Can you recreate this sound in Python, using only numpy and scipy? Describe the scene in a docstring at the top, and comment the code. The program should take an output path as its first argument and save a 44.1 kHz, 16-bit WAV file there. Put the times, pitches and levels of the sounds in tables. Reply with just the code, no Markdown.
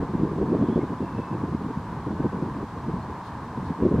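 """Lake shore in gusty wind. Eddies buffet the microphone: a low rumble that opens into a hollow
flutter when they hit hard, while small tight ones land as single thumps. Behind it lie the steady
tyre roar of a distant road and a soft hiss of reeds and water. A few faint, far birds whistle
and trill, scattered by the trees."""
import sys
import numpy as np
from scipy import signal
from scipy.fft import rfft, irfft
from scipy.io import wavfile
from scipy.ndimage import uniform_filter1d

SR = 44100
rng = np.random.default_rng(int(sys.argv[2]) if len(sys.argv) > 2 else 0)


def dump_mix(stems):
    """Bounce the given channels to the path in sys.argv[1] as a 16-bit WAV at rate SR."""
    frames = np.atleast_2d(stems).T  # one column per channel
    limited = np.clip(frames, -1, 1)  # hard clip at full scale
    pcm = np.round(limited * 32767).astype(np.int16)
    wavfile.write(sys.argv[1], SR, pcm)


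N = 176400


def from_db(db):
    """Decibels to gain."""
    return 10 ** (np.asarray(db) / 20)


def rms_one(x):
    """Scale to unit power."""
    return x / np.sqrt(np.mean(x ** 2) + 1e-20)


def clock():
    """Sample times [s]."""
    return np.arange(N) / SR


def coloured(x, curve):
    """Filter by a (Hz, dB) curve, falling 40 dB per octave above its last point."""
    hz, db = np.transpose(curve)
    bins_hz = np.maximum(np.fft.rfftfreq(N, 1 / SR), 1)
    skirt_db = 40 * np.maximum(np.log2(bins_hz / hz[-1]), 0)
    gain_db = np.interp(np.log(bins_hz), np.log(hz), db) - skirt_db
    return irfft(rfft(x) * from_db(gain_db), N)


def noise(spectrum):
    """Coloured noise, unit power."""
    return rms_one(coloured(rng.standard_normal(N), spectrum))


def widen(mid, spectrum, side_curve):
    """Stereo from mid plus independent side noise, weighted by side_curve."""
    return mid + coloured(noise(spectrum), side_curve) * np.array([[1], [-1]])


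def drift(corner_hz):
    """Slow random wander: zero mean, unit spread."""
    bins_hz = np.fft.rfftfreq(N, 1 / SR)
    lowpass = (bins_hz > 0) / (1 + (bins_hz / corner_hz) ** 2)
    return rms_one(irfft(rfft(rng.standard_normal(N)) * lowpass, N))


def road():
    """Far tyre roar, wavering a little in the moving air."""
    # tyre roar spectrum: (frequency [Hz], density [dB])
    roar = [(30, -12.5), (70, -5), (170, -2.5), (350, -9.5), (600, -8.5), (760, -5.5), (900, 1), (1020, 2),
            (1180, -4.5), (1350, -12.5), (1580, -11), (1950, -20), (2600, -29), (4000, -51)]
    # stereo width: (frequency [Hz], side minus mid [dB])
    side = [(100, -54), (500, -56), (1000, -48.5), (1600, -18), (2500, -6)]
    level_db = -38 + 0.6 * drift(corner_hz=13)
    return from_db(level_db) * widen(noise(roar), roar, side)


def shore():
    """Reeds and water: a wide, soft, steady hiss with a few brief rustles."""
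    # hiss spectrum: (frequency [Hz], density [dB])
    hiss = [(500, -10), (2000, 3.5), (3200, 4.5), (4300, 2.5), (6000, -2.5), (8500, -7), (11000, -12.5),
            (13500, -17), (15500, -19)]
    # rustle spectrum: (frequency [Hz], density [dB])
    rustle = [(1500, -23), (3000, 0), (4200, 5), (6000, -14), (9000, -13), (14000, -29)]
    # stereo width of both: (frequency [Hz], side minus mid [dB])
    side = [(1000, -27), (3500, -3.5), (6000, -3), (9000, -1), (13000, 3.5)]
    # rustles: (centre time [s], length [s], level [dB])
    rustles = [(1.4, .02, -68), (3.27, 0.042, -58), (3.674, 0.058, -62.5)]
    steady = from_db(-60) * widen(noise(hiss), hiss, side)
    swell = sum(from_db(db) * np.exp(-2 * ((clock() - at_s) / length_s) ** 2)
                for at_s, length_s, db in rustles)
    return steady + swell * widen(noise(rustle), rustle, side)


def whistle(hz, wobble):
    """Pure tone whose pitch wanders by the fraction wobble."""
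    return np.sin(2 * np.pi * np.cumsum(hz * (1 + wobble * drift(corner_hz=110))) / SR)


def bird_notes():
    """Gliding or arching whistles that swell and fade."""
    # notes: (onset [s], length [s], start [Hz], end [Hz], arch [Hz], level [dB], wobble [fraction])
    notes = [(.59, .14, 3400, 3200, 0, -60, .06), (.675, .13, 3000, 3420, 190, -57.5, .024),
             (.797, .043, 2120, 2190, 0, -49, .018), (.84, .05, 3500, 3900, 0, -64, .04),
             (.87, .09, 2900, 2950, 0, -63, .01), (2.02, .44, 1370, 1400, 145, -48.5, .003),
             (3.01, .035, 4300, 4200, 0, -60, .01)]
    t, song = clock(), 0
    for at_s, length_s, start_hz, end_hz, arch_hz, db, wobble in notes:
        progress = np.clip((t - at_s) / length_s, 0, 1)
        swell = np.sin(np.pi * progress)
        hz = start_hz + (end_hz - start_hz) * progress + arch_hz * swell
        song = song + from_db(db) * swell * whistle(hz, wobble)
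    return song


def bird_trill():
    """One uneven, pulsed whistle that sags in pitch."""
    at_s, length_s, pulses_per_s, sag_s = 1.01, 0.35, 31.5, 0.11
    age_s = np.clip(clock() - at_s, 0, length_s)
    pulses = np.sin(np.pi * pulses_per_s * age_s) ** 2 * (age_s < length_s)
    swell_db = 3.5 * np.sin(np.pi * age_s / length_s)
    level_db = -56 + swell_db + 2 * drift(corner_hz=24)
    hz = 2600 + 150 * np.exp(-age_s / sag_s)
    return from_db(level_db) * pulses * whistle(hz, wobble=0.006)


def birds():
    """Far song plus its short echo, scattered by the trees."""
    echo_db, t60_s = -7, 0.3
    song = bird_notes() + bird_trill()
    tails = rng.standard_normal((2, N)) * np.exp(-np.log(1000) * clock() / t60_s)
    echoes = signal.fftconvolve(song[None], rms_one(tails) / np.sqrt(N), axes=1)[:, :N]
    return song + from_db(echo_db) * echoes


def thumps():
    """Each tight eddy is one brief suck of pressure with an overshoot on either side."""
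    # tight eddies: (centre time [s], peak [dB], pitch [Hz])
    eddies = [(0.154, -18, 192), (0.234, -9.5, 200), (0.529, -16, 274), (0.534, -13, 330), (0.76, -10, 283),
              (1.027, -20.5, 360), (1.193, -17.5, 221), (1.315, -19, 224), (1.442, -17.5, 230),
              (1.549, -13.5, 235), (1.711, -21.5, 313), (1.775, -17.5, 181), (2.071, -13.5, 222),
              (2.428, -19, 240), (2.941, -16, 157), (3.706, -14.5, 192), (3.856, -9.5, 338),
              (3.943, -10, 185)]
    half_width_cycles = 0.63
    t, out = clock(), 0
    for at_s, db, hz in eddies:
        cycles = (t - at_s) * hz
        envelope = np.exp(-(cycles / half_width_cycles) ** 2)
        out = out - from_db(db) * np.cos(2 * np.pi * cycles) * envelope
    return out


def wind_strength():
    """Flow plus buffets, stirred by small swirls: (strength above typical [dB], brightness [dB])."""
    # wind between buffets: (time [s], relative level [dB])
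    flow = [(0.0, -20.5), (0.07, -58), (0.11, -31), (0.29, -29), (0.35, -28.5), (0.5, -23), (0.61, -27.5),
            (0.7, -34), (0.74, -37), (0.81, -31), (0.87, -37), (0.95, -38.5), (1.08, -45), (1.14, -33),
            (1.25, -39), (1.39, -33.5), (1.54, -45), (1.68, -27.5), (1.73, -42), (1.95, -32.5), (2.04, -45),
            (2.23, -32), (2.31, -52), (2.37, -34), (2.44, -29), (2.53, -40), (2.68, -53), (2.77, -37),
            (2.95, -34.5), (3.07, -43.5), (3.22, -46), (3.4, -43), (3.66, -33.5), (3.75, -49), (3.82, -25),
            (3.97, -28), (4.0, -15.5)]
    # eddies hitting the microphone: (time [s], relative peak [dB], hold [s], extra brightness [dB])
    buffets = [(0.02, -14, 0.028, 0), (0.093, -19, 0.0092, -5), (0.14, -12.5, 0.019, 2.5),
               (0.195, -16, 0.019, -5), (0.222, -12, 0.019, 1.5), (0.246, -18.5, 0.011, 6.5),
               (0.38, -16.5, 0.016, 2), (0.415, -9, 0.016, -1), (0.475, -20.5, 0.019, 0),
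               (0.521, -11, 0.0086, 4), (0.546, -12, 0.0055, 6), (0.592, -10.5, 0.024, -1),
               (0.624, -16, 0.028, 3), (0.688, -11, 0.021, 2), (0.725, -17, 0.0033, 2),
               (0.759, -12.5, 0.02, 3), (0.788, -15, 0.0071, 3), (0.815, -15.5, 0.025, -1),
               (0.898, -18, 0.035, 3.5), (1.007, -16, 0.031, 6.5), (1.178, -21, 0.021, -3),
               (1.328, -18.5, 0.026, 6.5), (1.419, -19.5, 0.0045, -5), (1.437, -20, 0.012, -3),
               (1.484, -16.5, 0.0089, 4), (1.518, -17, 0.034, -2), (1.611, -18, 0.01, -5),
               (1.644, -26, 0.031, -7), (1.704, -22, 0.0065, -3), (2.066, -13.5, 0.013, 2.5),
               (2.104, -16, 0.026, -9), (2.2, -13, 0.012, -2.5), (2.241, -11, 0.022, -4),
               (2.324, -20.5, 0.0088, 8.5), (2.346, -21, 0.024, 5), (2.424, -15.5, 0.017, 3),
               (2.476, -21, 0.014, -6), (2.554, -20, 0.035, 1), (2.604, -21.5, 0.0064, 1),
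               (2.631, -22, 0.01, 4), (2.88, -22.5, 0.026, 6.5), (2.938, -19, 0.0074, 2),
               (2.961, -19.5, 0.01, 3), (3.092, -26.5, 0.035, 0), (3.578, -19.5, 0.019, 1),
               (3.701, -21, 0.015, -5), (3.792, -20, 0.039, 2), (3.826, -9, 0.011, -0.5),
               (3.853, -6, 0.014, 2), (3.912, -12, 0.021, -1), (3.944, -11.5, 0.041, -3),
               (3.978, -12.5, 0.026, 1.5)]
    attack_s, release_s, typical_db = 0.0058, 0.011, -29.5
    t, weighted_brightness = clock(), 0
    power = from_db(np.interp(t, *np.transpose(flow)) + 0.4) ** 2
    for at_s, db, hold_s, bright_db in buffets:
        rise = np.clip((t - at_s) / attack_s + 1, 0, 1)
        fall = np.exp(-np.clip(t - at_s - hold_s, 0, 1) / release_s)
        buffet_power = (from_db(db - 8) * rise * fall) ** 2
        power = power + buffet_power
        weighted_brightness = weighted_brightness + bright_db * buffet_power
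    swirl_db = 2.4 * drift(corner_hz=90)
    return 10 * np.log10(power) + swirl_db - typical_db, weighted_brightness / power


def wind():
    """Turbulence at the microphone: the harder it blows, the more the upper bands take over."""
    # low rumble spectrum: (frequency [Hz], density [dB])
    rumble = [(15, -28), (25, -4), (42, -12), (68, 1), (110, 4), (170, 0.5), (260, -9), (500, -34)]
    # hollow flutter spectrum: (frequency [Hz], density [dB])
    flutter = [(50, -13.5), (110, -5), (180, 2.5), (260, -0.5), (350, -6), (460, -9.5), (560, -20.5),
               (800, -46.5), (1400, -39.5), (3000, -90)]
    # flutter spectrum under hard hits: (frequency [Hz], density [dB])
    hard_flutter = [(120, -30.5), (230, -0.5), (330, 3.5), (460, -6), (540, -18.5), (700, -16.5),
                    (1100, -41.5), (2000, -48.5), (4000, -58)]
    # stereo width: (frequency [Hz], side minus mid [dB])
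    side = [(60, -62), (120, -56.5), (200, -50), (400, -23), (800, -12)]
    # rumble contour: (time [s], relative level [dB])
    rumble_contour = [(0.0, -39.5), (0.65, -43), (0.73, -49.5), (1.14, -37), (1.17, -31.5), (1.269, -52),
                      (1.32, -34), (1.64, -39), (2.25, -37), (2.55, -35.5), (2.68, -41.5), (2.8, -35),
                      (3.12, -36.5), (3.21, -51), (3.32, -36), (3.49, -45), (3.71, -31.5), (3.74, -47),
                      (3.869, -31), (4.0, -36)]
    strength_db, bright_db = wind_strength()
    rumble_db = np.interp(clock(), *np.transpose(rumble_contour)) + 2 + 0.12 * strength_db
    flutter_db = -32.5 + 0.88 * strength_db
    hard_db = -41.5 + 1.414 * strength_db + bright_db
    window_s, out = 0.014, 0
    for spectrum, db in ((rumble, rumble_db), (flutter, flutter_db), (hard_flutter, hard_db)):
        churn = noise(spectrum)
        power = uniform_filter1d(np.abs(signal.hilbert(churn)) ** 2, int(window_s * SR))
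        even = rms_one(churn / np.sqrt(power))   # flatten the noise's own swells
        out = out + from_db(db) * widen(even, spectrum, side)
    return out


def scene():
    """Wind in front, the lakeside behind."""
    return wind() + thumps() + road() + shore() + birds()


def record(dry):
    """The microphone sheds the deepest bass; the ends fade and the top is cut steeply."""
    low_cut_hz, high_cut_hz, fade_s = 38, 15700, 0.004
    highpass = signal.butter(2, low_cut_hz, "high", fs=SR, output="sos")
    lowpass = signal.ellip(10, 0.1, 80, high_cut_hz, fs=SR, output="sos")
    fade = np.clip(np.minimum(clock(), clock()[::-1]) / fade_s, 0, 1)
    return signal.sosfilt(lowpass, signal.sosfilt(highpass, dry) * fade)


dry = scene()
out = record(dry)
dump_mix(out)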